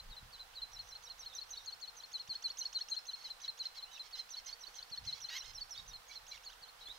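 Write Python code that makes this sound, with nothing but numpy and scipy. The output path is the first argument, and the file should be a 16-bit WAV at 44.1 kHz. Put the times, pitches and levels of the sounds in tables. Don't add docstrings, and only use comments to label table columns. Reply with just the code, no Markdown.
import sys
import numpy as np
from scipy import signal
from scipy.fft import rfft, irfft, next_fast_len
from scipy.io import wavfile

SR = 44100
rng = np.random.default_rng(int(sys.argv[2]) if len(sys.argv) > 2 else 0)


def master_out(mix):
    frames = np.transpose(np.atleast_2d(mix))
    ceiling = np.clip(frames, -1, 1)
    pcm = np.round(ceiling * 32767).astype(np.int16)
    wavfile.write(sys.argv[1], SR, pcm)


N = 307818
TIME = np.arange(N) / SR

USUAL_DB, USUAL_HIGH_DB = -41, -50.5
GLIDE_FOLLOWS, OCTAVE_FOLLOWS = 0.68, 0.58
RISE_LEAD_S, RISE_S, FALL_S = .0165, .021, 0.0106
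SHORTEST_S = .004

# pitch in Hz, evenly spaced through the gesture.
RISE_HZ = [2354, 2862, 3377, 3824, 4850]
DIP_HZ = [3020, 2988, 3105, 3602, 3460]
ARCH_HZ = [3030, 2896, 3470, 3840, 3330, 2720]
FALL_HZ = [2984, 2660, 2590]
# nominal start in seconds, lengths in seconds of the high whistle,
# main whistle, dip and last whistle, middle pitches in Hz of the high, main and last whistles,
# relative levels in dB of the treble (high whistle and the glides' octave), main and last whistles,
# left-right balance in dB.
CHIRPS = [(-0.085, 0, 0.043, 0.026, 0.026, 0, 3900, 4214, -70, -57, -47.5, 0),
          (0.098, 0.0016, 0.049, 0.018, 0.029, 0, 3920, 4080, -68, -51.5, -50.5, 3),
          (0.321, 0.0046, 0.044, .025, 0.036, 2, 4120, 4064, -81, -49.5, -49, 0),
          (0.549, 0.0044, .047, 0.018, 0.025, 0, 4010, 4160, -86, -44.5, -40.5, -1),
          (0.732, .027, 0.023, 0.0085, .026, 5667, 4010, 4240, -51, -48.5, -45, 3),
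          (0.887, 0.031, 0.024, 0.0094, 0.019, 5825, 4070, 4230, -54, -47, -47.5, 1),
          (1.037, 0.032, 0.018, 0.012, 0.023, 5842, 3910, 4216, -51.5, -49.5, -46, -3),
          (1.194, 0.032, 0.018, 0.016, 0.023, 5867, 3960, 4214, -49, -47.5, -44.5, 2),
          (1.35, 0.03, 0.018, 0.015, 0.021, 5940, 4090, 4306, -45, -42, -46, 7.5),
          (1.506, 0.027, 0.014, 0.025, 0.015, 6150, 4020, 4350, -45, -43, -45, 2),
          (1.66, 0.0073, 0.034, 0.023, 0.018, 6530, 4215, 4330, -48, -40.5, -45.5, 6),
          (1.813, 0.0063, 0.036, 0.02, 0.023, 6580, 4160, 4286, -52, -42.5, -48, 7),
          (1.967, 0.034, 0.0093, 0.025, .019, 6049, 4060, 4257, -52, -47, -49, 4),
          (2.13, 0.0051, 0.04, 0.022, 0.023, 6604, 4110, 4260, -49.5, -37.5, -44, 4.5),
          (2.288, 0.0045, 0.041, 0.019, 0.013, 0, 4226, 4308, -50.5, -37, -40, 2.5),
          (2.437, 0.00085, 0.04, 0.023, 0.014, 0, 4184, 4326, -43, -33, -41, 1),
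          (2.585, 0.025, .015, 0.028, 0.016, 6172, 4180, 4320, -39, -34, -37, 1),
          (2.742, 0.0036, 0.038, 0.027, 0.013, 6588, 4154, 4293, -44, -33, -37, 4),
          (2.899, 0.014, 0.026, 0.026, 0.022, 6450, 4130, 4248, -46, -33.5, -38, 5.5),
          (3.068, 0.013, 0.026, 0.025, 0.022, 6302, 4090, 4241, -49.5, -39, -42, 2.5),
          (3.239, 0, 0.038, .024, 0.022, 0, 4130, 4118, -52, -41.5, -43.5, 2.5),
          (3.416, 0.022, 0.019, 0.023, 0.023, 6000, 3960, 4200, -50.5, -40.5, -38, 2),
          (3.589, 0.0054, 0.034, 0.026, 0.018, 6520, 4130, 4182, -50.5, -37, -38.5, 0),
          (3.76, 0.0026, 0.042, 0.021, .022, 0, 4130, 4175, -69, -45, -44.5, 2),
          (3.93, 0.028, 0.015, 0.022, 0.028, 5903, 3970, 4108, -54.5, -48.5, -44, 1),
          (4.124, 0.00018, 0.042, 0.023, 0.026, 0, 4110, 4140, -57, -43, -41, -2),
          (4.305, 0.034, 0.013, 0.015, 0.027, 5955, 4030, 4352, -47, -40, -44, 0),
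          (4.461, .031, 0.01, 0.025, 0.013, 5998, 4240, 4450, -46.5, -43.5, -43.5, -5),
          (4.607, .029, .012, 0.02, 0.014, 5806, 4050, 4407, -51, -46.5, -50, -10),
          (4.754, 0.031, 0.013, .029, 0.0058, 6043, 4100, 4400, -49.5, -43, -42, 3),
          (4.913, 0.0043, 0.035, 0.023, 0.016, 0, 4200, 4301, -52, -40, -41, 2),
          (5.065, 0.0048, 0.036, 0.02, 0.017, 6260, 4090, 4210, -47.5, -36.5, -39.5, 2.5),
          (5.216, 0.026, 0.016, 0.029, 0.009, 5756, 4120, 4297, -45.5, -38.5, -43.5, 4),
          (5.378, .028, .012, .046, 0, 5780, 4080, 0, -44.5, -42, -36, 2),
          (5.548, 0.029, 0.016, 0.015, 0.025, 5550, 4125, 4480, -46.5, -43.5, -42.5, -2),
          (5.708, 0.032, 0.015, 0.022, 0.0088, 5635, 4130, 4566, -44, -50, -46, -2),
          (5.878, 0.031, .019, .006, 0.034, 5960, 3730, 4206, -51, -54, -48, -1),
          (6.082, 0.029, .014, 0.03, 0.027, 6300, 4080, 4204, -56.5, -49.5, -46.5, -3),
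          (6.28, 0.033, 0.016, 0.046, 0.0024, 6200, 4080, 0, -52.5, -42.5, -40, 3),
          (6.449, 0.0088, 0.032, 0.047, 0, 6640, 4270, 0, -53.5, -44.5, -38, -1),
          (6.617, 0.0048, 0.03, .033, 0.017, -2, 4240, 4258, -59, -48.5, -56, -1),
          (6.803, 0.0052, 0.029, 0.019, .019, 0, 3930, 4168, -70, -53.5, -50, 4)]


def young_tern(rise_db=-64.5, rise_octave_db=1.0, dip_db=-61.5, dip_octave_db=-4.5, fall_db=-74.0,
               fall_octave_db=10.0, sweep_pan_db=-5.5, lead_s=0.001215):
    tones, glides = np.zeros((2, N)), np.zeros(N)
    for (s, high_s, main_s, dip_s, last_s, high_hz, main_hz, last_hz,
         high_db, main_db, last_db, pan_db) in CHIRPS:
        effort = GLIDE_FOLLOWS * ((main_db + last_db) / 2 - USUAL_DB)
        bright = effort + OCTAVE_FOLLOWS * (high_db - USUAL_HIGH_DB)
        main_at, dip_at, last_at, end_at = s + np.cumsum([high_s, main_s, dip_s, last_s])

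        rise = sweep(RISE_HZ, RISE_S, rise_db + effort, rise_db + rise_octave_db + bright)
        add(glides, s - RISE_LEAD_S, rise)
        if high_s > SHORTEST_S:
            add(tones, s - lead_s, high_whistle(high_s, high_hz, high_db))
        add(tones, main_at - lead_s, main_whistle(main_s, high_s, main_hz, main_db, pan_db))

        shape_hz = DIP_HZ if last_s > SHORTEST_S else ARCH_HZ
        dip = sweep(shape_hz, dip_s + 0.0051, dip_db + effort, dip_db + dip_octave_db + bright)
        add(glides, dip_at - lead_s, dip)
        if last_s > SHORTEST_S:
            add(tones, last_at - lead_s, last_whistle(last_s, last_hz, last_db, pan_db))
            fall = sweep(FALL_HZ, FALL_S, fall_db + effort, fall_db + fall_octave_db + bright)
            add(glides, end_at - lead_s, fall)
    return tones + panned(glides, sweep_pan_db)


def sweep(shape_hz, length, low_db, octave_db, jitter=0.014, shimmer_db=3.5, bill_hz=5850,
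          bill_width_hz=780, third_db=-24, half_db=-8):
    size = int(max(length, .006) * SR)
    detune = 0.0096 * rng.standard_normal()
    hz = glide(shape_hz, size) * (1 + detune + jitter * wobble(size, 1100))
    phase = 2 * np.pi * np.cumsum(hz) / SR
    bill = rms_one(1 / (1 + ((2 * hz - bill_hz) / bill_width_hz) ** 4))
    uneven = 1 + 2 * from_db(half_db) * wobble(size, 352) * np.cos(phase / 2)
    upper = bill * np.sin(2 * phase) + from_db(third_db) * np.sin(3 * phase)
    tone = from_db(low_db) * uneven * np.sin(phase) + from_db(octave_db) * upper
    shimmer = from_db(shimmer_db * wobble(size, 620))
    return np.sqrt(2) * tone * shimmer * gate(size, 0.0039, 0.00029)


HIGH_FALL_HZ_PER_S, HIGH_TOP_HZ = 27500, 7000


def high_whistle(length, mid_hz, level_db):
    hz = np.minimum(mid_hz - HIGH_FALL_HZ_PER_S * (note_time(length) - length / 2), HIGH_TOP_HZ)
    return whistle(hz, level_db - 2.5, pan_db=-4.5, swell_db=4.0, octave_db=-21.0, attack_s=0.0024,
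                   release_s=.0014, jitter=0.0088, shimmer_db=1.3, crest=0.33)


WHISTLE_JITTER = .003
MAIN_EXCESS_HZ, MAIN_SETTLE_S = 808, 0.0204
MAIN_SAG_HZ_PER_DB = 25.5
MAIN_SHOULDER = 1.43


def main_whistle(length, after_s, mid_hz, level_db, pan_db, soft_attack_s=0.0068, trim_s=.001):
    since_first = max(after_s, 0) + note_time(length - trim_s)
    unsettled = np.exp(-(since_first / MAIN_SETTLE_S) ** MAIN_SHOULDER)
    fall_hz = MAIN_EXCESS_HZ + MAIN_SAG_HZ_PER_DB * (USUAL_DB - level_db)
    hz = mid_hz + fall_hz * (unsettled - np.median(unsettled))
    attack_s = 0.0012 + soft_attack_s * unsettled[0] ** 4
    return whistle(hz, level_db - 2.34, pan_db, swell_db=11.0, octave_db=-35, attack_s=attack_s,
                   release_s=.004, jitter=WHISTLE_JITTER, shimmer_db=1.3, crest=0.53)


LAST_TOP_S = 0.0209
LAST_DROOP_HZ, LAST_CLIMB_SHARE = 367, 0.73


def last_whistle(length, mid_hz, level_db, pan_db):
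    past_top = (note_time(length) - length + LAST_TOP_S) / (LAST_TOP_S + 0.005)
    sag = LAST_DROOP_HZ * past_top ** 2 * np.where(past_top < 0, LAST_CLIMB_SHARE, 1)
    hz = mid_hz - sag + np.median(sag)
    return whistle(hz, level_db - 0.5, pan_db, swell_db=3.5, octave_db=-39, attack_s=0.0039,
                   release_s=0.0058, jitter=WHISTLE_JITTER, shimmer_db=1.5, crest=0.4)


def whistle(hz, level_db, pan_db, swell_db, octave_db, attack_s, release_s, jitter, shimmer_db,
            crest=.5, scoop=0.024, scoop_s=0.0017, brightening=0.51):
    size = len(hz)
    hook = 1 - scoop * np.exp(-np.arange(size) / SR / scoop_s)
    skew = .4 * wobble(size, 40) * np.array([[1], [-1]])
    unsteady_hz = hz * hook * (1 + jitter * wobble(size, 700))
    phase = 2 * np.pi * np.cumsum(unsteady_hz) / SR + skew
    level = level_db - swell_db * (2 * (np.linspace(0, 1, size) - crest)) ** 2
    swell = from_db(level + shimmer_db * wobble(size, 370)) * gate(size, attack_s, release_s)
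    octave = from_db(octave_db + brightening * (level_db - USUAL_DB) + 1.3 * wobble(size, 80))
    tone = np.sin(phase) + octave * np.sin(2 * phase)
    return panned(swell * np.sqrt(2) * tone, pan_db)


def note_time(length, overlap_s=0.0031):
    return np.arange(int((length + overlap_s) * SR)) / SR


# time in seconds, pitch in Hz, level in dB, roughness from 0 to 1.
NEAR_RASP = [(5.285, 621, -59, 0.33), (5.298, 695, -51, 0.05), (5.305, 941, -49.5, 0.26),
             (5.337, 970, -45, 0.42), (5.352, 1016, -44, 0.15), (5.368, 1100, -41.5, 0.2),
             (5.376, 1045, -42.5, 0.17), (5.384, 913, -48.5, 0.1), (5.39, 810, -64, 0.7)]
# frequency in Hz, gain in dB.
NEAR_THROAT = [(600, -12), (1000, -18), (1400, -1), (2000, 0), (3100, 0), (4200, 2.5), (5500, -4),
               (6500, -6), (7500, -21.5), (10000, -39), (12500, -16.5), (15500, -30)]


def near_adult(pan_db=-2.5):
    s, *columns = np.transpose(NEAR_RASP)
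    call_time = np.arange(s[0], s[-1], 1 / SR)
    hz, level_db, rough = [np.interp(call_time, s, c) for c in columns]
    out = np.zeros(N)
    add(out, s[0], from_db(level_db) * rasp(hz, rough, NEAR_THROAT, jitter=0.063))
    return panned(out, pan_db)


def rasp(hz, rough, throat, jitter):
    size = len(hz)
    phase = 2 * np.pi * np.cumsum(hz * (1 + jitter * rough * wobble(size, 900))) / SR
    harmonics = sum(np.cos(k * phase) for k in range(1, 15))
    pulses = rms_one(harmonics * from_db(4 * rough * wobble(size, 865)))
    air = rms_one(rng.standard_normal(size) * (1 + np.cos(phase)))
    share = np.clip(rough, 0, 1)
    source = np.sqrt(1 - share) * pulses + np.sqrt(share) * air
    bins = np.fft.rfftfreq(size, 1 / SR)
    gain = from_db(at_hz(throat, bins)) * (bins > 400)
    delay_s = .0012 * gain / gain.max()
    delay_turn = np.exp(-2j * np.pi * np.cumsum(delay_s) * bins[1])
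    return rms_one(irfft(rfft(source) * gain * delay_turn, size))


# start in seconds, length in seconds, pitch in Hz, relative level in dB.
FAR_RASPS = [(3.157, 0.073, 1100, -67.5), (3.242, 0.043, 1055, -61.5), (3.425, 0.042, 1098, -60),
             (3.628, 0.049, 1036, -64), (3.747, 0.044, 1086, -61.5), (3.941, 0.05, 905, -67),
             (4.03, 0.055, 1089, -63.5), (4.151, 0.0645, 1067, -58), (4.371, 0.034, 1083, -61.5),
             (4.462, 0.057, 1072, -59), (4.754, 0.049, 1074, -64), (5.038, 0.1, 1042, -62.5),
             (5.139, 0.058, 1137, -60), (5.441, 0.077, 1074, -59.5), (5.745, 0.087, 1107, -66),
             (6.092, 0.078, 1137, -64.5), (6.308, 0.062, 1138, -62), (6.788, 0.056, 1097, -69.5),
             (6.925, 0.069, 1050, -67.5)]
# start in seconds, length in seconds, pitches in Hz at the start, middle
# and end, level in dB.
FAR_WHISTLES = [(1.298, 0.033, 3930, 3730, 3770, -60.5), (1.328, 0.047, 3370, 3810, 3530, -57.5),
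                (1.556, 0.064, 3590, 3830, 3530, -58.5), (3.164, 0.082, 4200, 4370, 4325, -63.5),
                (3.85, 0.09, 2600, 2966, 3020, -69), (3.914, 0.06, 3810, 3824, 3410, -59),
                (3.961, 0.027, 2970, 2730, 2545, -62), (5.752, 0.057, 3520, 3750, 3800, -54),
                (6.095, 0.027, 2230, 2290, 2330, -58.5), (6.321, 0.0382, 2400, 2260, 2030, -60),
                (6.808, 0.047, 3790, 4040, 4100, -61.5), (6.871, 0.023, 3270, 3500, 3450, -54),
                (6.893, 0.0332, 3480, 3830, 3960, -49)]
# frequency in Hz, gain in dB.
FAR_THROAT = [(700, -28), (1400, -5.5), (2150, -2), (3100, 0.5), (4200, 4), (5600, 3), (6500, -3),
              (7500, -16.5), (12500, -27), (15500, -17)]


def colony(rasp_pan_db=-12.5, whistle_pan_db=-7.5, rough=0.33, octave_db=-13):
    rasps, tones = np.zeros((2, N)), np.zeros((2, N))
    for s, length, hz, level_db in FAR_RASPS:
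        add(rasps, s, from_db(level_db) * far_rasp(length, hz, rough))
    for s, length, start_hz, mid_hz, end_hz, level_db in FAR_WHISTLES:
        size = int(length * SR)
        hz = glide([start_hz, mid_hz, end_hz], size) * (1 + 0.017 * wobble(size, 600))
        phase = 2 * np.pi * np.cumsum(hz) / SR
        octave = from_db(octave_db + at_hz(FAR_THROAT, 2 * hz))
        tone = np.sin(phase) + octave * np.sin(2 * phase)
        swell = from_db(level_db + 3.6 * wobble(size, 320)) * gate(size, 0.0029, 0.0086)
        add(tones, s, swell * np.sqrt(2) * tone)
    return panned(rasps, rasp_pan_db) + panned(tones, whistle_pan_db)


def far_rasp(length, hz, rough, swell_db=3.0, arch=0.058, gain_db=2.0):
    size = int(length * SR)
    away = np.linspace(-1, 1, size) ** 2
    pitch = hz * (1 - arch * away) * (1 + 0.0162 * wobble(size, 58.5))
    swell = from_db(gain_db - swell_db * away + 1.5 * wobble(size, 216))
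    return gate(size, 0.0031, 0.006) * swell * rasp(pitch, rough, FAR_THROAT, jitter=0.018)


def chatter(level_db=-69, count=30, from_s=.6, to_s=6.1):
    out = np.zeros(N)
    for when, length, pitch, register in rng.random((count, 4)):
        size = int((0.064 + 0.061 * length) * SR)
        base_hz = (3900 + 600 * pitch) * (1.35 if register > .65 else 1)
        hz = base_hz * glide([1.02, 1.01, .96], size) * (1 + 0.04 * wobble(size, 700))
        tone = np.sin(2 * np.pi * np.cumsum(hz) / SR)
        add(out, from_s + when * (to_s - from_s), from_db(level_db) * gate(size, 0.0055, 0.015) * tone)
    return panned(out, -5.0)


def open_air(x, early_db, early_t60, late_db, late_t60, pan_db):
    t = np.arange(SR // 2) / SR
    early, late = rng.standard_normal((2, 2, 2, len(t)))
    early = rms_one(early * from_db(-60 * t / early_t60) * (t > .002))
    late = rms_one(late * from_db(-60 * t / late_t60) * (t > .015))
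    scatter = panned(from_db(early_db) * early + from_db(late_db) * late, pan_db) / np.sqrt(len(t))
    mono = x.mean(0, keepdims=True)
    one, other = [signal.fftconvolve(mono, paths, axes=1)[:, :N] for paths in scatter]
    turn = np.pi * wobble(N, 4.4)
    return x + np.cos(turn) * one + np.sin(turn) * other


def echo(x, pan_db=-9.0, delay_s=0.016, level_db=-20):
    lag = int(delay_s * SR)
    return panned(np.pad(x.mean(0), (lag, 0))[:N] * from_db(level_db), pan_db)


# frequency in Hz, relative density in dB per Hz.
SHORE_COLOUR = [(100, -10), (280, -15), (400, -12.5), (490, 0.5), (590, -6), (760, 2), (1400, -0.5),
                (2400, -4.5), (3500, -3), (5000, -5.5), (7500, -12), (10000, -14), (12500, -14),
                (15500, -15)]
# frequency in Hz, left-right balance in dB.
SHORE_PAN = [(250, -0.5), (500, 2), (800, -4.5), (1500, -8), (3000, -1.5), (6000, -1.5), (12000, -1)]
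# frequency in Hz, left-right likeness (1 is identical).
SHORE_LIKENESS = [(100, 1), (280, 0.67), (600, 0.17), (2000, 0.009), (12000, 0.015)]


def shore(level_db=-59.5):
    return from_db(level_db) * noise(SHORE_COLOUR, SHORE_LIKENESS, SHORE_PAN)


GUST_ATTACK_SHARE, GUST_FADE_DB = 0.78, 27
# peak time in seconds, length in seconds, rumble in dB, buffeting in dB.
GUSTS = [(0.07, .11, -56.5, -63.5), (0.108, 0.031, -59, -56.5), (0.25, 0.17, -65.5, -65),
         (0.625, 0.053, -59, -86), (0.802, 0.23, -65, -70), (5.055, 0.13, -72, -57),
         (5.232, 0.064, -74, -70), (5.532, 0.24, -61, -70), (5.815, 0.13, -72, -65),
         (5.927, 0.13, -60, -68.5), (6.236, 0.33, -79, -78), (6.882, 0.23, -83, -78.5)]
# time in seconds, rumble in dB, buffeting in dB.
BREEZE = [(0, -69, -76), (1.5, -73, -83), (2.1, -81.5, -86), (3.7, -76.5, -102), (4.7, -75, -92),
          (6.98, -73.5, -101)]
# frequency in Hz, relative level in dB.
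RUMBLE_COLOUR = [(10, -26), (18, 3), (26, 1), (38, 5), (52, -6), (70, -12), (120, -33), (200, -50)]
# frequency in Hz, relative level in dB.
BUFFET_COLOUR = [(29, -54), (50, -3), (80, 0), (118, -4), (236, -18.5), (368, -38), (414, -43), (450, -39),
                 (580, -48), (990, -120)]


def wind():
    s, *columns = np.transpose(BREEZE)
    power = from_db([np.interp(TIME, s, c) for c in columns]) ** 2
    for peak_s, length, low_db, high_db in GUSTS:
        age = (TIME - peak_s) / length
        away = np.minimum(np.maximum(age, -age / GUST_ATTACK_SHARE), 10)
        gust_db = np.array([[low_db], [high_db]]) - GUST_FADE_DB * away ** 2
        power = power + from_db(gust_db) ** 2
    rumble, buffet = np.sqrt(power)
    likeness, centre = [(30, 1.0), (200, 0.79)], [(30, 0), (200, 0)]
    low = rumble * noise(RUMBLE_COLOUR, likeness, centre)
    return low + buffet * noise(BUFFET_COLOUR, likeness, centre)


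def thump(start_s=.227, level_db=-44, hz=108, t60=0.027):
    t = np.clip(TIME - start_s, 0, 1)
    return from_db(level_db - 60 * t / t60) * np.sin(2 * np.pi * hz * t)


# start in seconds, relative level in dB.
KNOCKS = [(4.683, -31.5), (6.883, -30.5)]


def knocks(gain_db=-24.5, t60=0.1, low_hz=250, high_hz=2400):
    out, t = np.zeros((2, N)), np.arange(SR // 10) / SR
    body = signal.butter(1, [low_hz, high_hz], "band", fs=SR, output="sos")
    for s, level_db in KNOCKS:
        burst = rms_one(signal.sosfilt(body, rng.standard_normal((2, len(t)))))
        add(out, s, from_db(level_db + gain_db - 60 * t / t60) * burst)
    return out


def noise(spectrum, likeness, pan):
    size = next_fast_len(N)
    hz = np.fft.rfftfreq(size, 1 / SR)
    mid, side = rfft(rng.standard_normal((2, size)))
    alike = np.clip(at_hz(likeness, hz), -1, 1)
    pair = np.sqrt(1 + alike) * mid + np.sqrt(1 - alike) * side * [[1], [-1]]
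    skirt = 1 / (1 + (hz / (2 * spectrum[-1][0])) ** 4)
    shaped = panned(pair, at_hz(pan, hz)) * from_db(at_hz(spectrum, hz)) * skirt
    return rms_one(irfft(shaped, size)[:, :N])


def from_db(db):
    return 10 ** (np.asarray(db) / 20)


def rms_one(x):
    return x / np.sqrt(np.mean(x ** 2) + 1e-20)


def at_hz(points, hz):
    f, value = np.transpose(points)
    return np.interp(np.log(np.maximum(hz, 1)), np.log(f), value)


def panned(x, pan_db):
    return x * from_db(np.array([pan_db, -pan_db]).reshape(2, -1) / 2)


def add(out, s, x):
    i = int(s * SR)
    x = x[..., max(-i, 0):N - i]
    out[..., max(i, 0):max(i, 0) + x.shape[-1]] += x


def wobble(size, rate):
    knots = rng.standard_normal(int(size * rate / SR) + 3)
    return np.interp(np.arange(size) * rate / SR, np.arange(len(knots)), knots)


def glide(points, size):
    shape = np.polyfit(np.linspace(0, 1, len(points)), points, len(points) - 1)
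    return np.polyval(shape, np.linspace(0, 1, size))


def gate(size, attack_s, release_s):
    t = np.arange(size) / SR
    opening = np.sin(np.pi / 2 * np.clip(t / attack_s, 0, 1))
    return opening * np.sin(np.pi / 2 * np.clip((t[-1] - t) / release_s, 0, 1))


def scene():
    birds = young_tern() + near_adult()
    near = open_air(birds, early_db=-14, early_t60=.07, late_db=-18, late_t60=.45, pan_db=-3.0)
    others = colony() + chatter()
    far = open_air(others, early_db=-8, early_t60=.07, late_db=-13, late_t60=.45, pan_db=-3.0)
    return near + echo(birds) + far + shore() + wind() + thump() + knocks()


def record(dry, cutoff_hz=15750):
    return signal.sosfilt(signal.ellip(12, .1, 70, cutoff_hz, fs=SR, output="sos"), dry)


dry = scene()
out = record(dry)
master_out(out)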